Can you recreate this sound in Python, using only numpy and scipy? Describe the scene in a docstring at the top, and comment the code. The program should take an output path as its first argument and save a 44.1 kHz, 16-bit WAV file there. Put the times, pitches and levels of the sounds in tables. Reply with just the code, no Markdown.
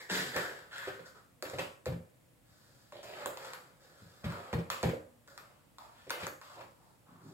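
"""A steel server scrapes through cake in an aluminium baking tray, close by in a quiet kitchen.
Tiny slips of the blade excite the tray's wall and bottom and the steel edge; the tip clinks on the wall.
Levering out a piece makes the tray knock and rock on the wooden table, and the dragged cake makes it
drone softly. The room answers briefly, over a faint bed of rumble and hiss."""
import sys
import numpy as np
from scipy import signal
from scipy.fft import rfft, irfft
from scipy.io import wavfile

SR = 44100
rng = np.random.default_rng(int(sys.argv[2]) if len(sys.argv) > 2 else 0)


def pcm_store(signal):
    """Save signal as 16-bit PCM."""
    levels = np.round(np.clip(np.atleast_2d(signal), -1, 1) * 32767)
    wavfile.write(sys.argv[1], SR, levels.astype(np.int16).T)


N = 323253

# The first row is a brief, faint tick that dies away quickly; the others are blade pushes along the wall.
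# Each row: start, swell and hold in seconds, fade in dB per second, relative wall level in dB, then
# bottom, edge, rasp and contact resonance in dB against the wall, contact and bottom pitch in Hz.
SCRAPES = [ (0.0, 0.0026, 0.0045, 206, -47, -9.5, -5, -26, 3, 1910, 500),
           (0.089, 0.03, 0.0528, 93.4, -37.5, -4, -2, -4, -2, 1740, 460),
           (0.328, 0.036, .02, 85.5, -39.5, -0.5, -6.5, -14, 0.5, 1640, 510),
           (0.709, 0.029, 0.12, 100.6, -46.5, -13, -9, -7.5, 3, 1587, 524),
           (1.05, 0.013, 0.0056, 295, -56, -8, -1.5, -25, 24, 1540, 527),
           (1.145, 0.0081, 0.013, 224, -59.5, -3, -7.5, -19, 8, 1320, 454),
           (1.424, 0.012, 0.15, 188, -56.5, 3.5, -2.5, -22, 5, 1310, 556),
           (1.585, 0.0047, 0.0043, 200.8, -46, 4, -2.5, 1.5, 0, 1200, 530),
           (2.42, 0.21, 0.19, 39.9, -73.5, -3.5, 3, -10, 18, 1540, 540),
           (2.922, 0.0041, 0.0245, 99, -62.5, 12, -3.5, 5, -17, 1860, 580),
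           (3.025, 0.017, 0.097, 79.4, -55.5, 5.5, -3.5, -3.5, -16, 1200, 610),
           (3.14, 0.0596, 0.045, 78.4, -50, 1, -8.5, -20, -4, 1390, 548),
           (3.365, 0.092, 0.012, 80.8, -52, 0, -4, -26, -4, 1380, 511),
           (3.79, 0.023, 0.57, 101, -68.5, 0.5, 0, -12, 2, 1530, 522),
           (4.232, 0.016, 0.12, 41, -51.5, 0, -10, -19, 0.5, 1300, 522),
           (4.704, 0.0052, 0.018, 117.8, -46.5, -2, -4, -2, 0, 1160, 540),
           (4.835, .015, 0.034, 300, -50.5, 3, -7, -7, -29, 1170, 480),
           (5.276, 0.002, 0.03, 79, -63.5, 1.5, -2.5, -29, 12, 1380, 570),
           (5.38, 0.0037, .02, 59.9, -65, -1, -6, -6, 0, 1180, 550),
           (5.785, 0.006, 0.016, 73, -55.5, -7, -9, -22, 5, 1020, 610),
           (5.93, 0.069, 0.11, 96, -67, -23, -2.5, -7, -5, 1460, 630),
           (6.105, 0.0051, 0.016, 117, -47.5, 3, -7, -2, -24, 1210, 517),
           (6.195, 0.017, 0.025, 270, -46.5, -1, -4.5, -18, -10, 1280, 510),
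           (6.415, 0.0054, .12, 89.2, -58.5, -6, -4, -12, 4, 1230, 560),
           (6.55, 0.045, 0.0065, 239, -54, 3, -18, -13, 5, 990, 563),
           (6.78, 0.033, 0.089, 102, -70.5, -7, -8, -26, 20, 880, 373),
           (7.055, 0.016, 0.042, 36, -65, -4, -14, -20, 9, 1170, 368),
           (7.19, .12, 0.025, 102, -70, 5, 1, -20, 9, 1310, 373), ]
# The tip hits the wall. Each row: start in seconds, relative level in dB, contact pitch in Hz,
# edge tick trim in dB, after-ring trim in dB.
TIP_HITS = [(0.3632, -21.5, 1500, -21, -18), (0.7816, -36.5, 1650, -13, -27),
            (0.8736, -37.5, 1450, -27, -11), (1.4246, -29.5, 1320, -10.5, -25),
            (1.4987, -38, 1170, -11, -27), (1.8575, -32, 1200, -15, -8), (2.9223, -41, 860, -25, -22),
            (3.0298, -42, 1940, -5, 9), (3.2592, -25.5, 1270, -13.5, -33),
            (3.3724, -34.5, 1010, -15.5, -27), (3.4474, -35.5, 977, -18, -3),
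            (3.5342, -32.5, 1320, -15.5, -18), (4.3219, -35.5, 1060, -24, -25),
            (4.529, -30, 1030, -25, -21), (4.7015, -22, 1320, -16, -27), (4.8295, -27, 950, -13.5, -35),
            (5.276, -47.5, 1400, -13, -8), (5.3772, -36, 1210, -15, -21), (5.784, -40, 1020, -16, -28),
            (6.0963, -30, 885, -18, -10), (6.1048, -24, 1380, -12.5, -27), (6.2676, -28, 1490, -15, -37),
            (6.4141, -40, 1280, -20, -19)]
# The tray is jolted on the table. Each row: start in seconds, relative levels of bottom ring,
# table thump and rattle in dB, favoured bottom pitch in Hz.
JOLTS = [(0.359, -22, -41, -39, 567), (0.873, -26.5, -46.5, -37, 374), (0.992, -41, -57, -49, 517),
         (1.426, -27.5, -78, -59, 593), (1.449, -32.5, -50, -39, 557), (1.533, -29, -38.5, -45, 566),
         (1.584, -25, -44, -30, 573), (3.259, -26, -55, -51, 575), (4.02, -53, -45.5, -66, 460),
         (4.933, -27.5, -46, -51, 492), (6.068, -37, -54.5, -56, 440), (6.228, -37, -41, -35.5, 460),
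         (6.266, -31, -49, -63, 580), (6.607, -41.5, -60, -46.5, 560)]
# Levering tips the tray. Each row: start in seconds, relative levels of bottom ring, table thump
# and rattle in dB, favoured bottom pitch in Hz.
LEVERINGS = [(1.864, -25.5, -29, -40.5, 507), (4.241, -33, -29, -37, 568), (4.53, -22.5, -26, -36.5, 463),
             (4.833, -18, -24.5, -31.5, 472)]
# The cake drags. Each row: start, swell and hold in seconds, fade in dB per second, relative level in dB.
CAKE_DRAGS = [(0.106, 0.013, 0.025, 85, -45.5), (7.08, 0.009, 0.018, 64, -64.5),
              (7.225, 0.032, .01, 202, -53.5)]
# Modes of the laden tray on the table. Each row: pitch in Hz, relative level in dB, t60 in seconds.
TRAY_MODES = [(76.7, -14, 0.18), (97.6, -0.5, 0.22), (122.7, 4, 0.12), (171.4, 0, 0.22),
              (195.4, 2.5, 0.082), (239, -21.5, 0.66), (302.6, -11.5, 0.3), (387.8, 0, 0.1),
              (469.2, -10, 0.24), (501.5, -2, 0.081), (527.6, -0.5, 0.11), (586.8, -8.5, 0.2),
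              (755, -13.5, 0.11)]
# Tone of the tray wall, the rubbed bottom and the steel edge. Each row: frequency in Hz, gain in dB.
WALL_EQ = [(200, -30.5), (600, -5), (900, 3.5), (1300, 0), (1800, 2.5), (2500, -0.5), (3300, -9.5),
           (4300, -15.5), (6500, -16), (16000, -68.5)]
BOTTOM_EQ = [(60, -20.5), (150, -8), (270, -10), (400, 1.5), (480, -3), (600, 1), (800, -3.5), (1200, -26),
             (3000, -60.5)]
EDGE_EQ = [(1000, -64), (2600, -20.5), (3500, 4), (4600, 7), (6000, 3.5), (8000, -1), (10000, -8),
           (13000, -12), (16000, -22.5)]
# Standout resonances of wall and blade. Each row: centre in Hz, width in Hz, gain in dB.
METAL_RESONANCES = [(1317, 45, 1.5), (1680, 20, -1.5), (1780, 89, 2), (2150, 83, 0.5), (3290, 260, 4),
                    (4030, 40, 1), (4780, 480, 3), (7110, 200, 8), (7650, 290, 8.5), (12500, 170, 7)]
# Decay of the kitchen. Each row: frequency in Hz, t60 in seconds.
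REVERB_T60 = [(100, 0.17), (500, 0.46), (1500, 0.4), (4000, 0.28), (8000, 0.5), (15000, 0.27)]
# Tone of the reflections. Each row: frequency in Hz, gain in dB.
REVERB_EQ = [(80, -1), (250, 2.5), (500, -4), (1200, 3), (4000, -0.5), (8000, -3.5), (15000, 10.5)]
# Tone of the room rumble and microphone hiss. Each row: frequency in Hz, gain in dB.
BED_EQ = [(18, -68), (30, -24.5), (43, -3.5), (81, -10), (118, -1), (252, -13), (280, -9), (364, -15.5),
          (426, -24.5), (461, -10.5), (913, -21), (1960, -23.5), (6050, -32.5), (7670, -28), (16000, -34)]
# Stereo image of the reflections and of the bed. Each row: frequency in Hz, left-right correlation.
REVERB_IMAGE = [(100, 1), (350, 0.75), (1000, -0.36), (2000, -0.14), (4000, 0.35), (8000, 1), (15000, 1)]
BED_IMAGE = [(60, 0.56), (180, 0.69), (550, 0.23), (1650, 0.01), (4970, 0.15), (15000, 1)]
# Colour difference between the channels. Each row: frequency in Hz, left minus right in dB.
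STEREO_TILT = [(80, 2), (300, -1), (600, -3), (1400, 1.5), (3000, .5), (8000, -0.5), (14000, -1.5)]


def scrape(swell_s, hold_s, fade_db_per_s, wall_db, bottom_db, edge_db, rasp_db, contact_db,
           contact_hz, bottom_hz, sag_oct_per_s=0.35):
    """Slips drive wall, bottom and blade edge; the contact resonance sinks as the blade slides in."""
    pressure = push(swell_s, hold_s, fade_db_per_s)
    count = len(pressure)
    glide_hz = contact_hz * 2 ** (-sag_oct_per_s * np.arange(count) / SR)
    force = slips(count, per_s=2500, spread_db=3.5, judder_db=0.77, judder_hz=68.4, smooth=0.46)
    wall = unit(colour(force, WALL_EQ, METAL_RESONANCES))
    wall = unit(wall + amp(contact_db) * unit(resonate(wall, glide_hz, width_hz=720)))
    bottom = amp(bottom_db) * unit(colour(force, BOTTOM_EQ, [(bottom_hz, 120, 11)]))
    # crumbs of crust crack under the edge, sparser than the metal slips
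    crumbs = slips(count, per_s=450, spread_db=4, judder_db=1.0, judder_hz=40, smooth=0.1)
    edge = amp(edge_db) * unit(colour(force + amp(-5.5) * crumbs, EDGE_EQ, METAL_RESONANCES))
    # the blade chatters in a broad band above the contact resonance
    chatter = slips(count, per_s=1600, spread_db=0.5, judder_db=5.5, judder_hz=90, smooth=0.29)
    rasp = amp(rasp_db) * unit(resonate(chatter, glide_hz + 1600, width_hz=1500))
    return amp(wall_db) * pressure * (wall + bottom + edge + rasp)


def push(swell_s, hold_s, fade_db_per_s, bite_db=-3, catch_share=0.41, spent_db=40):
    """Envelope of one push of the hand: it catches, swells, holds and eases off."""
    t = np.arange(0, swell_s + hold_s + spent_db / fade_db_per_s, 1 / SR)
    catch = np.minimum(t / (catch_share * swell_s), 1)
    swell_db = bite_db * np.maximum(1 - t / swell_s, 0)
    fade_db = fade_db_per_s * np.maximum(t - swell_s - hold_s, 0)
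    return catch * amp(swell_db - fade_db)


def slips(count, per_s, spread_db, judder_db, judder_hz, smooth):
    """Friction grain: tiny slips of uneven size over a smooth hiss, surging in clumps."""
    slipping = rng.random(count) < per_s / SR
    size = np.minimum(rng.exponential(1, count), 4)
    hiss, clumps = rng.standard_normal((2, count))
    clumps = unit(signal.sosfilt(signal.butter(2, judder_hz, fs=SR, output="sos"), clumps))
    clicks = slipping * amp(spread_db * size) * np.sign(hiss)
    return unit((unit(clicks) + smooth * hiss) * amp(judder_db * clumps))


def clink(level_db, contact_hz, edge_db, ring_db, contact_s=0.0018, ring_t60=0.15):
    """The tip strikes and chatters for an instant; cake and hand soon damp the metal's crowded modes."""
    t = np.arange(SR // 5) / SR
    chatter, ring = rng.standard_normal((2, len(t)))
    strike = 0.36 * chatter * np.exp(-(t / contact_s) ** 2)
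    add(strike, 0.0005, np.array([2.2]))  # the hard click in the attack
    ring *= amp(ring_db - 60 * t / ring_t60)
    wall = colour(strike + ring, WALL_EQ, METAL_RESONANCES)
    wall += amp(6) * resonate(wall, contact_hz, width_hz=900)
    # a hard hit drives the highest modes more than rubbing does, and they die first
    bright_strike = signal.lfilter([1, -0.55], [1], strike + amp(-12.5) * ring)
    edge = colour(bright_strike, EDGE_EQ, METAL_RESONANCES)
    return amp(level_db - 24) * unit(unit(wall) + amp(edge_db + 11) * unit(edge))


def knock(ring_db, thump_db, rattle_db, pitch_hz, swell_s=0.0054, ring_rise_s=0.0021, rattle_t60=0.083):
    """Tray on wood: the thin bottom rings at once, the heavy low modes swell later, the rim rattles."""
    t = np.arange(SR // 2) / SR
    hz, mode_db, t60 = np.transpose(TRAY_MODES)[:, :, None]
    heavy = np.clip(np.log(330 / hz) / np.log(330 / 200), 0, 1)  # 1 is all thump, 0 all ring
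    favour_db = 9 * np.exp(-((hz - pitch_hz) / 45) ** 2)  # the place of the blow picks a bottom mode
    level_db = mode_db + heavy * (thump_db - 6) + (1 - heavy) * (ring_db - 13.5 + favour_db)
    attack = 1 - np.exp(-t / (heavy * swell_s + (1 - heavy) * ring_rise_s))
    detune = 1 + 0.012 * rng.standard_normal(hz.shape)  # the load shifts from knock to knock
    modes = amp(level_db - 60 * t / t60) * attack * np.sin(2 * np.pi * hz * detune * t)
    force = slips(len(t), per_s=1900, spread_db=2.5, judder_db=-0.5, judder_hz=161, smooth=0.13)
    rim = unit(colour(force, WALL_EQ, METAL_RESONANCES)) + amp(-7) * unit(colour(force, EDGE_EQ))
    rattle = amp(rattle_db - 4) * rim + amp(ring_db - 15.5) * unit(colour(force, BOTTOM_EQ))
    rattle_envelope = amp(-60 * t / rattle_t60) * (1 - np.exp(-t / ring_rise_s))
    return modes.sum(0) + rattle * rattle_envelope


def rock(ring_db, thump_db, rattle_db, pitch_hz, drop_s=0.014, rebound_s=0.056):
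    """Three quick knocks: the tray tips, drops onto the table and rebounds."""
    out = np.zeros(SR)
    add(out, 0, knock(ring_db, thump_db - 5, rattle_db, pitch_hz))
    add(out, drop_s, knock(ring_db - 5, thump_db, rattle_db - 15.5, pitch_hz))
    add(out, rebound_s, knock(ring_db - 9.5, thump_db - 9, rattle_db - 6.5, pitch_hz))
    return out


def drone(swell_s, hold_s, fade_db_per_s, level_db):
    """Slow friction of the dragged cake keeps two low resonances of the tray going."""
    pressure = push(swell_s, hold_s, fade_db_per_s)
    force = rng.standard_normal(len(pressure))
    body = unit(resonate(force, 185, width_hz=50)) + amp(-2.5) * unit(resonate(force, 238, width_hz=105))
    return amp(level_db) * pressure * unit(body)


def kitchen(x, wet_db, lag_s, build_s=0.00033, drift_hz=3.1, tails=3):
    """The direct sound reaches the left side later; dense reflections die away band by band."""
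    left = irfft(rfft(x) * np.exp(-2j * np.pi * np.fft.rfftfreq(N, 1 / SR) * lag_s), N)
    out = np.array([left, x])
    drift_phase = 2 * np.pi * drift_hz * np.arange(N) / SR
    for k in range(tails):
        hz, t, bands = signal.stft(noise_pair(REVERB_IMAGE, SR * 3 // 4), SR, nperseg=256)
        t60 = read(REVERB_T60, hz)[:, None]
        equal_energy = np.sqrt(2 * np.log(1000) / (t60 * SR))
        bands *= amp(read(REVERB_EQ, hz)[:, None] - 60 * t / t60) * equal_energy
        tail = signal.istft(bands, SR, nperseg=256)[1]
        tail *= 1 - np.exp(-np.arange(tail.shape[1]) / SR / build_s)
        # crossfade the tails: moving hands keep changing the paths of the reflections
        send = np.sqrt(2 / tails) * np.cos(drift_phase + np.pi * k / tails)
        out += amp(wet_db) * signal.fftconvolve((send * x)[None], tail, axes=1)[:, :N]
    return out


def room_tone(level_db=-65.5):
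    """A steady bed of room rumble and microphone hiss."""
    shape = amp(read(BED_EQ, np.fft.rfftfreq(N, 1 / SR)))
    return amp(level_db) * unit(irfft(rfft(noise_pair(BED_IMAGE, N)) * shape, N))


def noise_pair(image, count):
    """Stereo white noise whose width depends on frequency."""
    common, separate = rfft(rng.standard_normal((2, count)))
    likeness = np.clip(read(image, np.fft.rfftfreq(count, 1 / SR)), -1, 1)
    right = likeness * common + np.sqrt(1 - likeness ** 2) * separate
    return irfft(np.array([common, right]), count)


def colour(x, curve, peaks=(), size=8192):
    """Minimum-phase EQ: a smooth curve with resonance peaks on it."""
    f = abs(np.fft.fftfreq(size, 1 / SR))
    gain_db = read(curve, f) + sum(db / (1 + (2 * (f - hz) / width) ** 2) for hz, width, db in peaks)
    log_spectrum = np.conj(signal.hilbert(gain_db * np.log(10) / 20))
    response = np.fft.ifft(np.exp(log_spectrum)).real[:size // 2]
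    return signal.fftconvolve(x, response)[:len(x)]


def resonate(x, hz, width_hz):
    """A steep resonance at a steady or gliding pitch."""
    carrier = np.exp(2j * np.pi * np.cumsum(hz * np.ones(len(x))) / SR)
    pole = np.exp(-np.pi * width_hz / SR)
    baseband = signal.lfilter([(1 - pole) ** 2], [1, -2 * pole, pole * pole], x / carrier + 1e-18)
    return 2 * (carrier * baseband).real


def amp(db):
    """Decibels to gain."""
    return 10 ** (np.asarray(db) / 20)


def unit(x):
    """Scales to rms 1."""
    return x / np.sqrt(np.mean(x ** 2) + 1e-20)


def read(points, hz):
    """Reads a curve on a log-frequency axis."""
    f, value = np.transpose(points)
    return np.interp(np.log(hz + 1), np.log(f + 1), value)


def add(mix, start_s, sound):
    """Mixes a sound in at its start time."""
    part = mix[max(round(start_s * SR), 0):][:len(sound)]
    part += sound[:len(part)]


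def track(cues, source):
    """Plays each row of a cue list at its time."""
    out = np.zeros(N)
    for start_s, *settings in cues:
        add(out, start_s, source(*settings))
    return out


def scene():
    """Scrapes, clinks and the tray's body go through the kitchen, over the room tone."""
    tray = track(JOLTS, knock) + track(LEVERINGS, rock) + track(CAKE_DRAGS, drone)
    mix = amp(-2.5) * kitchen(track(SCRAPES, scrape), wet_db=0.5, lag_s=0.00011)
    mix += kitchen(track(TIP_HITS, clink), wet_db=-2, lag_s=0.00011)
    mix += amp(1.5) * kitchen(tray, wet_db=0, lag_s=0.00013)
    return mix + room_tone()


def record(dry):
    """Master EQ: slightly different colour left and right, a low cut at 56 Hz, a high cut at 16 kHz."""
    tilt_db = read(STEREO_TILT, np.fft.rfftfreq(N, 1 / SR))
    pair = irfft(rfft(dry) * amp(np.array([tilt_db, -tilt_db]) / 2), N)
    pair = signal.sosfilt(signal.butter(4, 56, "highpass", fs=SR, output="sos"), pair)
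    high_cut = signal.firwin(511, 16000, window=("kaiser", 9), fs=SR)
    return signal.oaconvolve(pair, high_cut[None], "same")


dry = scene()
out = record(dry)
pcm_store(out)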